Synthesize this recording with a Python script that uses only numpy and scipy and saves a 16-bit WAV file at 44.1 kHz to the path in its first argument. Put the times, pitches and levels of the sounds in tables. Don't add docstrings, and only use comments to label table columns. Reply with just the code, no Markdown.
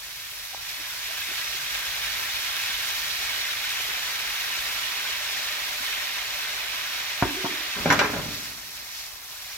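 import sys
import numpy as np
from scipy import signal
from scipy.fft import rfft, irfft, next_fast_len
from scipy.io import wavfile

SR = 44100
rng = np.random.default_rng(int(sys.argv[2]) if len(sys.argv) > 2 else 0)


def unload_audio(sound):
    columns = np.transpose(np.atleast_2d(sound))
    steps = np.round(np.clip(columns, -1, 1) * 32767)
    wavfile.write(sys.argv[1], SR, steps.astype(np.int16))


N = 422037
SIZE = next_fast_len(N + SR // 4, real=True)
HZ, TIME = np.fft.rfftfreq(SIZE, 1 / SR), np.arange(N) / SR


def gain_of(db):
    return 10 ** (np.asarray(db) / 20)


def evened(x):
    return x / np.sqrt(np.mean(x ** 2) + 1e-20)


def read(table, hz, axis=1):
    table = np.array(table)
    return np.interp(np.log(hz + 1), np.log(table[:, 0] + 1), table[:, axis])


def add(mix, s, sound):
    part = mix[..., round(s * SR):][..., :sound.shape[-1]]
    part += sound[..., :part.shape[-1]]


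def wander(per_s):
    knots = rng.standard_normal(4000)
    return evened(np.interp(TIME * per_s, np.arange(len(knots)), knots))


def envelope(start, rise_s, hold_s, fade_db_per_s):
    age = TIME - start
    return np.clip(age / rise_s, 0, 1) * gain_of(-fade_db_per_s * np.maximum(age - hold_s, 0))


def clicks(per_s, spread_db):
    chance = rng.random(N)
    at = np.flatnonzero(chance < per_s / SR)
    rank = np.minimum(-np.log(chance[at] * SR / per_s + 1e-12), 6)
    train = np.zeros(N)
    train[at] = gain_of(spread_db * rank) * (-1.) ** at
    return evened(train)


def ports(a, b):
    # (frequency [Hz], likeness [0-1], lead of left [radians], left minus right [dB])
    microphones = [(50, 1, 0.5, -0.5), (400, 0.94, 0.67, 1.5), (750, 0.78, 0.54, 1), (930, 0.65, 1.58, -4),
                   (1340, 0.1, 0.78, 1), (2320, 0.76, 0.5, -1), (3170, 0.75, 1.6, -4.5),
                   (3850, 0.48, 2.5, -5), (4740, 0, 4.5, -4), (5370, 0.4, 4, -2), (7500, 0, 6, 10),
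                   (8500, 0, 4.5, 4), (12700, 0, 10.5, -1), (15600, 0.5, -12, 5.5)]
    same = np.clip(read(microphones, HZ), 0, 1)
    side = gain_of(read(microphones, HZ, axis=3) / 2)
    lag = np.exp(-1j * read(microphones, HZ, axis=2))
    right = (same * a + np.sqrt(1 - same ** 2) * b) * lag
    return np.array([a * side, right / side])


def coloured(pair, gain):
    x = irfft(pair * gain, SIZE)[:, :N]
    return x / x.mean(0).std()


def dying_noise(table, axis=1):
    hz, t, z = signal.stft(rng.standard_normal((2, SR)), SR, nperseg=256)
    t60 = np.maximum(read(table, hz, axis=axis), .01)
    return hz[:, None], z * gain_of(-60 * t / t60[:, None])


def hollows():
    # (frequency [Hz], width [Hz], level [dB])
    peaks_and_dips = [(287, 44, 4.5), (331, 23, -9.5), (407, 44, 6), (480, 24, -3.5), (604, 24, 7.5),
                      (717, 50, -2), (741, 22, 5), (930, 29, -4.5), (1037, 63, 7), (1056, 36, -8),
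                      (1377, 30, 6.5), (1410, 59, -9), (1660, 79, 1), (1714, 41, -6), (1800, 93, 1.5),
                      (2026, 62, -6), (2068, 23, 7), (2610, 72, 3), (2705, 64, -5.5), (4816, 210, -3.5),
                      (5660, 970, 1.5)]
    return gain_of(sum(db / (1 + (2 * (HZ - hz) / width) ** 2) for hz, width, db in peaks_and_dips))


def sizzle(spit_db=-17, squeak_db=-15, flutter_db=0.23, surge_db=0.22, drift_db=0.4):
    # (frequency [Hz], level [dB per Hz])
    frying_colour = [(150, -23.5), (250, -20.5), (480, -17.5), (620, -12.5), (900, -6.5), (1250, -5),
                     (1600, -3), (2400, -1.5), (3100, -3.5), (3800, -1.5), (5600, -3.5), (8900, -17),
                     (12400, -10), (15800, -16.5)]
    a, b = (bubbles(per_s=1300, spread_db=1.0, cycles=2.12, clump_db=1.14) for side in range(2))
    pair = ports(a, b) + gain_of(spit_db) * spits(per_s=220, spread_db=3.6)
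    pair += gain_of(squeak_db) * squeaks(per_s=200, ring_s=.018, spread_db=1.4)
    colour = gain_of(read(frying_colour, HZ)) * hollows()

    below = [1 / (1 + (HZ / hz) ** 12) for hz in (1300, 4000, 8000)]
    bands = np.diff([0 * HZ, *below, 0 * HZ + 1], axis=0)
    sound = 0
    for band, db in zip(bands, frying_levels()):
        sound = sound + coloured(pair, colour * band) * gain_of(db + drift_db * wander(9))
    return sound * gain_of(flutter_db * wander(70) + surge_db * wander(16))


def bubbles(per_s, spread_db, cycles, clump_db, count=11):
    total, power = 0, 0
    for hz in np.geomspace(700, 14000, count):
        ping = 1 / (1 + 1j * cycles * (HZ / hz - hz / (HZ + 1)))
        train = clicks(per_s * (hz / 2000) ** .5, spread_db)
        total = total + ping * rfft(train * gain_of(clump_db * wander(45)), SIZE)
        power = power + abs(ping) ** 2
    return total / np.sqrt(power)


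def spits(per_s, spread_db):
    t = np.arange(SR // 50) / SR
    scatter = rng.standard_normal((2, len(t))) * (np.exp(-t / 0.0004) + 0.25 * np.exp(-t / 0.0099))
    scatter /= np.linalg.norm(scatter, axis=1)[:, None]
    drops = clicks(per_s, spread_db)
    return rfft(drops, SIZE) * rfft(scatter, SIZE)


def squeaks(per_s, ring_s, spread_db):
    out = np.zeros((2, N))
    for when, pitch, length, glide, size, lag in rng.random((int(per_s * N / SR), 6)):
        t = np.arange(int(SR * max(ring_s, .002) * (.5 + length))) / SR
        hz = 1400 * 6 ** (pitch ** 1.3) * (1 + 0.071 * (glide - .5) * t / t[-1])
        cycle = np.cumsum(hz) / SR + lag * np.array([[0], [1]])
        note = np.hanning(len(t)) * np.sin(2 * np.pi * cycle)
        add(out, when * N / SR, note * gain_of(spread_db * min(-np.log(size + 1e-9), 4)))
    return rfft(evened(out), SIZE)


def frying_levels():
    # (time [s], level [dB])
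    boiling = [(0, -11.5), (.5, -9.5), (1.05, -4), (2, -.3), (3.3, -0.1), (5, 0), (7.7, -2.03)]
    # (time [s], level [dB], half length [s])
    landings = [(.205, 2, 0.0068), (.542, 1, .009), (0.7, 2.5, 0.019), (1.38, 1.5, .04), (2.66, 0.5, 0.1),
                (4.86, 2, 0.021), (8.36, 3.5, 0.05), (8.457, 2.5, 0.033), (8.99, 2, 0.1),
                (9.52, 1.5, 0.034)]
    # (time [s], level [dB], half length [s])
    tosses = [(8.6, -1.5, 0.064), (9.18, -4, 0.11)]
    # (level at full boil [dB], share of the boil's swing,
    # change as the pan cools [dB per s], change once lifted [dB], share of a flare or toss)
    bubble_sizes = [(-46.5, 0.85, 0.42, -9, 0.22), (-33, 0.98, 0, -10.5, 1), (-39, 0.67, -0.27, -3.5, 1),
                    (-39, 0.47, -0.6, -1.2, 0.36)]
    cools_from_s = 3.05
    lift_s, lift_takes_s = 7.91, 0.66

    boil = np.interp(TIME, *np.transpose(boiling))
    cooling_s = np.maximum(TIME - cools_from_s, 0)
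    lifted = np.clip((TIME - lift_s) / lift_takes_s, 0, 1)
    contact = sum(db * np.exp(-((TIME - at) / half) ** 2) for at, db, half in landings + tosses)
    return [db + swing * boil + cooling * cooling_s + lift_db * lifted + share * contact
            for db, swing, cooling, lift_db, share in bubble_sizes]


def glugs(ragged_db=6.0):
    # (time [s], level [dB], starting pitch [Hz], final pitch [Hz], length [s])
    gulps = [(.525, -38.5, 697, 870, 0.032), (0.766, -49, 220, 380, 0.073), (1.078, -47, 598, 714, 0.055),
             (1.275, -47, 280, 450, 0.069), (1.522, -51, 340, 437, 0.065), (3.01, -52, 126, 160, .06),
             (3.87, -48.5, 350, 440, 0.056), (5.788, -47.5, 199, 328, .06)]
    out = np.zeros(N)
    for s, db, start_hz, end_hz, length in gulps:
        hz = np.linspace(start_hz, end_hz, round(length * SR))
        note = np.hanning(len(hz)) * np.sin(2 * np.pi * np.cumsum(hz) / SR)
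        add(out, s, gain_of(db) * note)
    ragged = evened(gain_of(ragged_db * wander(400)))
    return out * ragged * np.ones((2, 1))


def slosh(rough_db=5.0):
    # (time [s], pitch [Hz])
    air_note = [(7.24, 378.6), (7.295, 276.3), (7.325, 291), (7.385, 380), (7.43, 343), (7.485, 420),
                (7.515, 311)]
    s, hz = np.transpose(air_note)
    level = envelope(s[0], rise_s=.015, hold_s=0.24, fade_db_per_s=112)
    level = level * gain_of(-39 + rough_db * wander(140))
    pitch = np.interp(TIME, s, hz) * (1 + .06 * wander(200))
    return level * np.sin(2 * np.pi * np.cumsum(pitch) / SR) * gain_of([[-1], [1]])


def bottle_knocks():
    # (time [s], level [dB], lowest frequency [Hz], brightness [Hz], contact time [s])
    knocks = [(7.2243, -9, 35, 1700, 0.0011), (7.2345, -30, 35, 700, .002), (7.267, -27, 80, 900, .003),
              (7.4435, -20, 150, 800, .002), (7.450, -21.5, 250, 1800, 0.0022),
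              (7.461, -25, 200, 1400, .002), (7.512, -33, 200, 500, .003)]
    # (frequency [Hz], level [dB], t60 [s])
    counter = [(58, -12, 0.17), (102, -5.5, 0.087), (282, 1.5, 0.058), (371, -3.5, .08), (594, -9, 0.067),
               (711, 0, .08), (920, 1, 0.053), (1105, -7, 0.057), (1410, -4, 0.051), (1910, -12, .05),
               (2290, -12, .04)]
    return blows(knocks, counter, rattle_db=-5, rattle_s=0.055, chatter=0.22, apart_hz=1700)


def pan_clanks():
    # (time [s], level [dB], lowest frequency [Hz], brightness [Hz], contact time [s])
    clanks = [(7.767, -30, 200, 2500, .004), (7.8572, -12.5, 130, 1280, .001),
              (7.902, -6.5, 110, 3550, 0.0016), (7.9205, -15, 90, 1200, 0.0017),
              (7.924, -16.5, 1500, 12000, .003), (7.968, -25.5, 50, 1200, 0.0024),
              (7.991, -9.5, 140, 6070, 0.0011), (8.012, -14, 100, 1500, 0.0034),
              (8.044, -18, 400, 2200, 0.0039), (8.1345, -22.5, 99, 890, 0.002),
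              (8.163, -24.5, 100, 890, 0.0032), (8.228, -32, 80, 350, 0.0032),
              (8.255, -33, 80, 302, 0.0037)]
    # (frequency [Hz], level [dB], t60 [s])
    iron = [(104.7, -12.5, 0.83), (166.4, 0.5, 0.16), (226, -18.5, 1.03), (294, -18, 1.2), (420, -27, 0.56),
            (522, -14, 0.49), (556, -2, 0.18), (619, -9.5, 0.22), (745, -11, 0.16), (818, -4, 0.17),
            (990, -9, .25), (1300, -14, 0.24), (1405, 3, 0.33), (1483, 5.5, 0.12), (1594, 2, .3),
            (1735, 1, 0.22), (1990, -23, .22), (2375, 3, 0.12), (2260, -10, 0.17), (2340, 0, 0.19),
            (2610, -6, 0.18), (2860, -5, 0.13), (3430, -2.5, 0.15), (3900, -2.5, .12), (4660, -3, .12),
            (5030, 1, .1), (5870, 5, 0.072), (6950, 4.5, 0.084)]
    return blows(clanks, iron, rattle_db=-0.5, rattle_s=.4, chatter=0.54, apart_hz=1700)


def blows(rows, modes, rattle_db, rattle_s, chatter, apart_hz):
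    # (frequency [Hz], level [dB per Hz], t60 [s])
    sheet_metal = [(25, -3, 0.41), (60, 2, .5), (180, 3.5, 0.33), (400, -2.5, 0.28), (800, 5, 0.2),
                   (2370, 7.5, 0.28), (3520, -2.5, 0.23), (6250, 2, 0.17), (8500, -6, 0.13),
                   (12500, 2, 0.082), (16000, -30, .06)]
    out, t = np.zeros((2, N)), np.arange(SR) / SR
    early = SR // 100
    ring = np.zeros((2, SR))
    for hz, db, t60 in modes:
        lead = rng.choice([-1, 1]) * min(hz / apart_hz, .8) * np.array([[1], [-1]])
        phase = lead + np.pi * rng.integers(2)
        ring += gain_of(db - 60 * t / t60) * np.sin(2 * np.pi * hz * t + phase)
    ring /= ring[:, :early].std()

    for s, db, lowest_hz, bright_hz, contact in rows:
        hz, z = dying_noise(sheet_metal, axis=2)
        z = z + z[::-1] / (1 + hz / 900)
        rattle = signal.istft(z * gain_of(read(sheet_metal, hz)), SR, nperseg=256)[1][:, :SR]
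        rattle *= np.exp(-t / rattle_s)
        body = ring + gain_of(rattle_db) * rattle / rattle[:, :early].std()
        force = rng.standard_normal(SR // 30) * np.exp(-t[:SR // 30] / contact)
        force *= chatter / np.linalg.norm(force)
        force[0] += 1
        body = signal.fftconvolve(body, force[None], axes=1)[:, :SR]
        edges = [lowest_hz, np.clip(bright_hz, lowest_hz + 10, SR / 2 - 10)]
        body = signal.sosfilt(signal.butter(2, edges, "bandpass", fs=SR, output="sos"), body)
        add(out, s, gain_of(db) * body / (2 * body[:, :early].std()))
    return out


def drag(judder_db=1.5):
    # (frequency [Hz], level [dB per Hz])
    grinding = [(20, -19), (55, 1), (110, -5.5), (175, 0), (250, -3), (390, -10), (650, -10.5), (1500, -11),
                (2400, -17), (4000, -29), (12000, -49)]
    slips = rfft([clicks(per_s=440, spread_db=0.5) for side in range(2)], SIZE)
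    level = envelope(7.75, rise_s=0.032, hold_s=0.37, fade_db_per_s=39.5)
    level = level * gain_of(-37 + judder_db * wander(50))
    return level * coloured(ports(*slips), gain_of(read(grinding, HZ)))


def flame():
    # (time [s], level [dB])
    strength = [(0, -60), (1.8, -54.5), (3.4, -56), (4.3, -58), (9.5, -60.5)]
    # (frequency [Hz], level [dB per Hz])
    roar_colour = [(15, -27), (30, -17), (45, 6), (65, -2.5), (100, -4.5), (150, -7), (200, -23),
                   (400, -19), (1000, -60)]
    noise = rfft(rng.standard_normal((2, SIZE)))
    roar = coloured(ports(*noise), gain_of(read(roar_colour, HZ)))
    return roar * gain_of(np.interp(TIME, *np.transpose(strength)))


def kitchen(x):
    # (frequency [Hz], t60 [s])
    room = [(100, 0.39), (500, 0.68), (2000, 0.54), (8000, 0.39), (16000, 0.25)]
    tail = signal.istft(dying_noise(room)[1], SR, nperseg=256)[1]
    tail *= np.clip(np.arange(tail.shape[1]) / SR / 0.019, 0, 1) ** 2
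    return signal.fftconvolve(x.mean(0)[None], tail / np.linalg.norm(tail[0]), axes=1)[:, :N]


def scene():
    bottle = glugs() + slosh() + bottle_knocks()
    pan = pan_clanks() + drag()
    pan = irfft(rfft(pan, SIZE) * hollows(), SIZE)[:, :N]
    echo = gain_of(-15) * kitchen(bottle) + gain_of(-16) * kitchen(pan)
    return sizzle() + bottle + pan + flame() + echo


def record(dry):
    low_pass = signal.firwin(511, 15850, window=("kaiser", 9), fs=SR)
    return signal.oaconvolve(dry, low_pass[None], "same")


dry = scene()
out = record(dry)
unload_audio(out)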